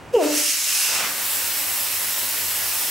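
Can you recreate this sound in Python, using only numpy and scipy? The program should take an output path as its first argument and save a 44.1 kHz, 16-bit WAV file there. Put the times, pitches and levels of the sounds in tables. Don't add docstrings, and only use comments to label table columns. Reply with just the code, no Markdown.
import sys
import numpy as np
from scipy import signal
from scipy.fft import rfft, irfft, next_fast_len
from scipy.io import wavfile
from scipy.ndimage import uniform_filter1d, map_coordinates

SR = 44100
rng = np.random.default_rng(int(sys.argv[2]) if len(sys.argv) > 2 else 0)


def amplitude_ratio(level_db):
    exponent = np.asarray(level_db, float) / 20
    return 10 ** exponent


def unload_audio(sound):
    columns = np.transpose(np.atleast_2d(sound))
    steps = np.round(np.clip(columns, -1, 1) * 32767)
    wavfile.write(sys.argv[1], SR, steps.astype(np.int16))


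N = 127890
TIME_S = np.arange(N) / SR
OPENS_S = 0.128
MONO_HZ = 11950


def unit(x):
    return x / np.sqrt(np.mean(x ** 2) + 1e-20)


def along(points, hz):
    point_hz, value = np.transpose(points)
    return np.interp(np.log(hz + 1), np.log(point_hz + 1), value)


def curves(rows):
    s, *columns = np.transpose(rows)
    return [np.interp(TIME_S, s, column) for column in columns]


def wobble(rate):
    knots = rng.standard_normal(int(N * rate / SR) + 4)
    return map_coordinates(knots, [np.arange(N) * rate / SR])


def filtered(x, response):
    size = next_fast_len(N + SR // 2)
    spectrum = rfft(x, size) * response(np.fft.rfftfreq(size, 1 / SR))
    return irfft(spectrum, size)[..., :N]


def peak(f, hz, width):
    return 1j * f * width / (hz * hz - f * f + 1j * f * width)


def patchy(depth_db):
    z = signal.stft(rng.standard_normal(N + 512), nperseg=512)[2]
    field = uniform_filter1d(rng.standard_normal(z.shape), size=8, axis=0)
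    field = uniform_filter1d(field, size=12, axis=1)
    return signal.istft(z * amplitude_ratio(depth_db * unit(field)), nperseg=512)[1][:N]


# frequency in Hz, level in dB per Hz.
SHOP_COLOUR = [(35, -18), (70, -4), (260, -8), (800, -12), (2900, -22.5), (3500, -29), (8000, -33.5),
               (15700, -47)]


def shop():
    level_db, duck_db, duck_at_s, duck_s = -41, -15.5, 0.163, 0.03
    gain_db = level_db + duck_db * np.clip((TIME_S - duck_at_s) / duck_s, 0, 1)
    bed = filtered(rng.standard_normal((2, N)), lambda f: amplitude_ratio(along(SHOP_COLOUR, f)))
    mid = amplitude_ratio(gain_db) * unit(bed[0])
    side = amplitude_ratio(gain_db - 10.5) * unit(bed[1])
    return np.array([mid, side])


# frequency in Hz, width in Hz, level in dB.
AIR_MODES = [(90.1, 19, -55), (283.5, 13, -56.5), (570, 15, -57), (839, 8, -58), (934, 16, -53)]


def hum():
    early_db, start_s, rise_s = -10, 0.83, 0.33
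    swell_db = early_db * (1 - np.clip((TIME_S - start_s) / rise_s, 0, 1))
    total = np.zeros(N)
    for hz, width, db in AIR_MODES:
        total += amplitude_ratio(db) * unit(filtered(rng.standard_normal(N), lambda f: peak(f, hz, width) ** 2))
    return amplitude_ratio(swell_db) * total


# start in seconds, pitch in Hz, level in dB, overtones in dB.
FLAP_SLIDE = [
    (.128, 515, -46, -22),
    (.143, 495, -11.5, -32),
    (.158, 464, -11.5, -17),
    (.163, 454, -24, -2),
    (.168, 446, -12.5, -13),
    (.179, 408, -13.5, -24),
    (.188, 378, -26, 3),
    (.228, 293, -20, 0),
    (.3, 298, -22.5, -3),
]


def squeal():
    fade_s, drift, rough = 0.42, 0.008, 0.04
    third_db = -15
    slack_at_s, slack_rise_s, slack_per_s, slack_depth = 0.19, 0.032, 75, 0.38

    hz, level_db, over_db = curves(FLAP_SLIDE)
    level_db = level_db - 60 * np.maximum(TIME_S - FLAP_SLIDE[-1][0], 0) / fade_s
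    level_db = level_db - 200 * (TIME_S < FLAP_SLIDE[0][0])
    phase = 2 * np.pi * np.cumsum(hz * (1 + drift * wobble(61.3))) / SR
    overtones = np.sin(2 * phase) + amplitude_ratio(third_db) * np.sin(3 * phase) + amplitude_ratio(2 * third_db) * np.sin(4 * phase)

    slack = slack_depth * np.clip((TIME_S - slack_at_s) / slack_rise_s, 0, 1)

    def flutter():
        return 1 - slack + slack * wobble(slack_per_s) + rough * wobble(149.5)

    tone = flutter() * np.sin(phase) + amplitude_ratio(over_db) * flutter() * overtones
    return np.sqrt(2) * amplitude_ratio(level_db) * tone


# time in seconds, flow in dB, hand away (0 cupped, 1 lifting, 2 gone).
AIR_FLOW = [(.13, -46, 0.81), (.14, -38.5, 0.25), (.18, -40, 0.55), (.24, -27, 0.95), (.29, -27.5, 0.41),
            (.36, -20.5, 0.061), (.5, -21, 0), (.56, -23.5, 0), (.76, -21, 0.035), (.825, -20, 0.021),
            (.87, -21.5, 0.15), (.95, -21, 0.51), (1.06, -23, 1.36), (1.12, -25.5, 1.78),
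            (1.33, -21.5, 2.05), (1.73, -22.5, 1.98), (1.85, -22.5, 2), (2.9, -22, 2.25)]
# frequency in Hz, level in dB per Hz.
CUPPED_COLOUR = [(88, -70), (150, -37), (800, -18), (2500, -6.5), (3600, -8), (6300, -0.5), (10000, -8.5),
                 (15700, -13.5)]
# frequency in Hz, level in dB per Hz.
LIFTING_COLOUR = [(88, -24), (150, -10.5), (300, -10), (700, -3), (1800, -0.5), (3600, -4.5), (6000, -3.5),
                  (15700, -13.5)]
# frequency in Hz, level in dB per Hz.
FREE_COLOUR = [(88, -38), (150, -16), (330, -14), (900, -8), (2000, -7), (6500, -5), (12000, -3.5),
               (15700, -5)]
# frequency in Hz, width in Hz, level in dB.
PIPE_MODES = [(2750, 500, 0), (5300, 350, 0), (8000, 600, 1), (10450, 350, 1), (11620, 300, 2),
              (12650, 1000, 3)]


def pipe(f):
    return np.sqrt(1 + sum(abs(amplitude_ratio(db) * peak(f, hz, width)) ** 2 for hz, width, db in PIPE_MODES))


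def jet():
    patchy_db, flicker_db, sway_db, grit = 1, 0.38, 0.26, 0.068
    flow_db, away = curves(AIR_FLOW)
    rush = np.zeros(N)
    for place, colour in enumerate([CUPPED_COLOUR, LIFTING_COLOUR, FREE_COLOUR]):
        eddies = patchy(patchy_db) * amplitude_ratio(flicker_db * wobble(40.16)) * (1 + grit * wobble(900))
        share = np.clip(1 - abs(np.clip(away, 0, 2) - place), 0, 1)
        voiced = filtered(eddies, lambda f: amplitude_ratio(along(colour, f)) * pipe(f) * abs(1 - peak(f, 1, 90)))
        rush += np.sqrt(share) * unit(voiced)
    return amplitude_ratio(flow_db + sway_db * wobble(4.79)) * rush


# time in seconds, resonance in Hz, level in dB.
PALM_HOLLOW = [
    (.13, 2586, -52),
    (.15, 2950, -36),
    (.18, 2700, -39.5),
    (.4, 2670, -47),
    (.62, 2548, -52),
    (.84, 2694, -32),
    (.99, 2596, -36.5),
    (1.06, 2101, -34.5),
    (1.14, 1935, -46),
]


def palm():
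    width_hz = 430
    hz, level_db = curves(PALM_HOLLOW)
    a, b = filtered(rng.standard_normal((2, N)), lambda f: 1 / (1 + (2 * f / width_hz) ** 2))
    phase = 2 * np.pi * np.cumsum(hz) / SR
    return amplitude_ratio(level_db) * unit(a * np.cos(phase) + b * np.sin(phase))


def surge():
    from_db, grows, level_db = -21.5, 2, -28
    hiss_hz, hiss_width_hz = 10200, 3900
    whistle_hz, whistle_width_hz, whistle_db = 5430, 83, -16
    flow_db, away = curves(AIR_FLOW)
    hiss = unit(filtered(patchy(1), lambda f: peak(f, hiss_hz, hiss_width_hz) ** 2))
    whistle = unit(filtered(patchy(0), lambda f: peak(f, whistle_hz, whistle_width_hz) ** 2))
    squeezed = np.clip(1 - away, 0, 1)
    return amplitude_ratio(level_db + grows * (flow_db - from_db)) * squeezed * (hiss + amplitude_ratio(whistle_db) * whistle)


# frequency in Hz, time to fall 60 dB in seconds.
WALL_DECAY = [(200, 0.43), (1000, 0.55), (5000, 0.29), (14000, 0.24)]


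def room(x, echo_s):
    hz, t, z = signal.stft(rng.standard_normal((2, SR // 2)), SR, nperseg=256)
    decay = amplitude_ratio(-60 * t / along(WALL_DECAY, hz)[:, None])
    tail = signal.istft(z * decay, SR, nperseg=256)[1]
    late = np.pad(x, (round(echo_s * SR), 0))[None]
    return signal.fftconvolve(late, tail / np.linalg.norm(tail[0]), axes=1)[:, :N]


# frequency in Hz, left-right likeness from 0 to 1.
LIKENESS = [(60, 0.63), (180, 1), (550, 0.88), (1650, 0.98), (4970, 0.7), (15000, 0.41)]


def heard(x, wet_db, echo_s):
    a, b = amplitude_ratio(wet_db) * room(x, echo_s)
    middle = (x + a) / np.sqrt(1 + amplitude_ratio(2 * wet_db))
    spread = b / amplitude_ratio(wet_db)

    def split(hz):
        angle = np.arccos(np.clip(along(LIKENESS, hz), -1, 1)) / 2
        return np.array([np.cos(angle), np.sin(angle)])

    return filtered(np.array([middle, spread]), split)


# frequency in Hz, left minus right in dB.
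BALANCE = [(60, 1.5), (240, 1), (950, -1.0), (3770, -1.5), (15000, 0.0)]


def scene():
    air = (jet() + palm() + surge()) * (TIME_S > OPENS_S)
    flap_heard = heard(squeal(), wet_db=-11, echo_s=0.035)
    air_heard = heard(air, wet_db=-8, echo_s=0.007)
    mid, side = shop() + flap_heard + air_heard
    mid = mid + hum()
    side = filtered(side, lambda hz: hz < MONO_HZ)

    def lean(hz):
        return amplitude_ratio(along(BALANCE, hz) * (hz < MONO_HZ) * np.array([[0.5], [-0.5]]))

    return filtered(np.array([mid + side, mid - side]), lean)


def band_limit(x):
    return signal.sosfilt(signal.butter(12, 16320, fs=SR, output="sos"), x)


def record(dry):
    top_hz, mic_hz, mic_width_hz, mic_db = 15760, 15580, 350, 5

    def mic(hz):
        return (hz < top_hz) * np.sqrt(1 + abs(amplitude_ratio(mic_db) * peak(hz, mic_hz, mic_width_hz)) ** 2)

    return band_limit(filtered(dry, mic))


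dry = scene()
out = record(dry)
unload_audio(out)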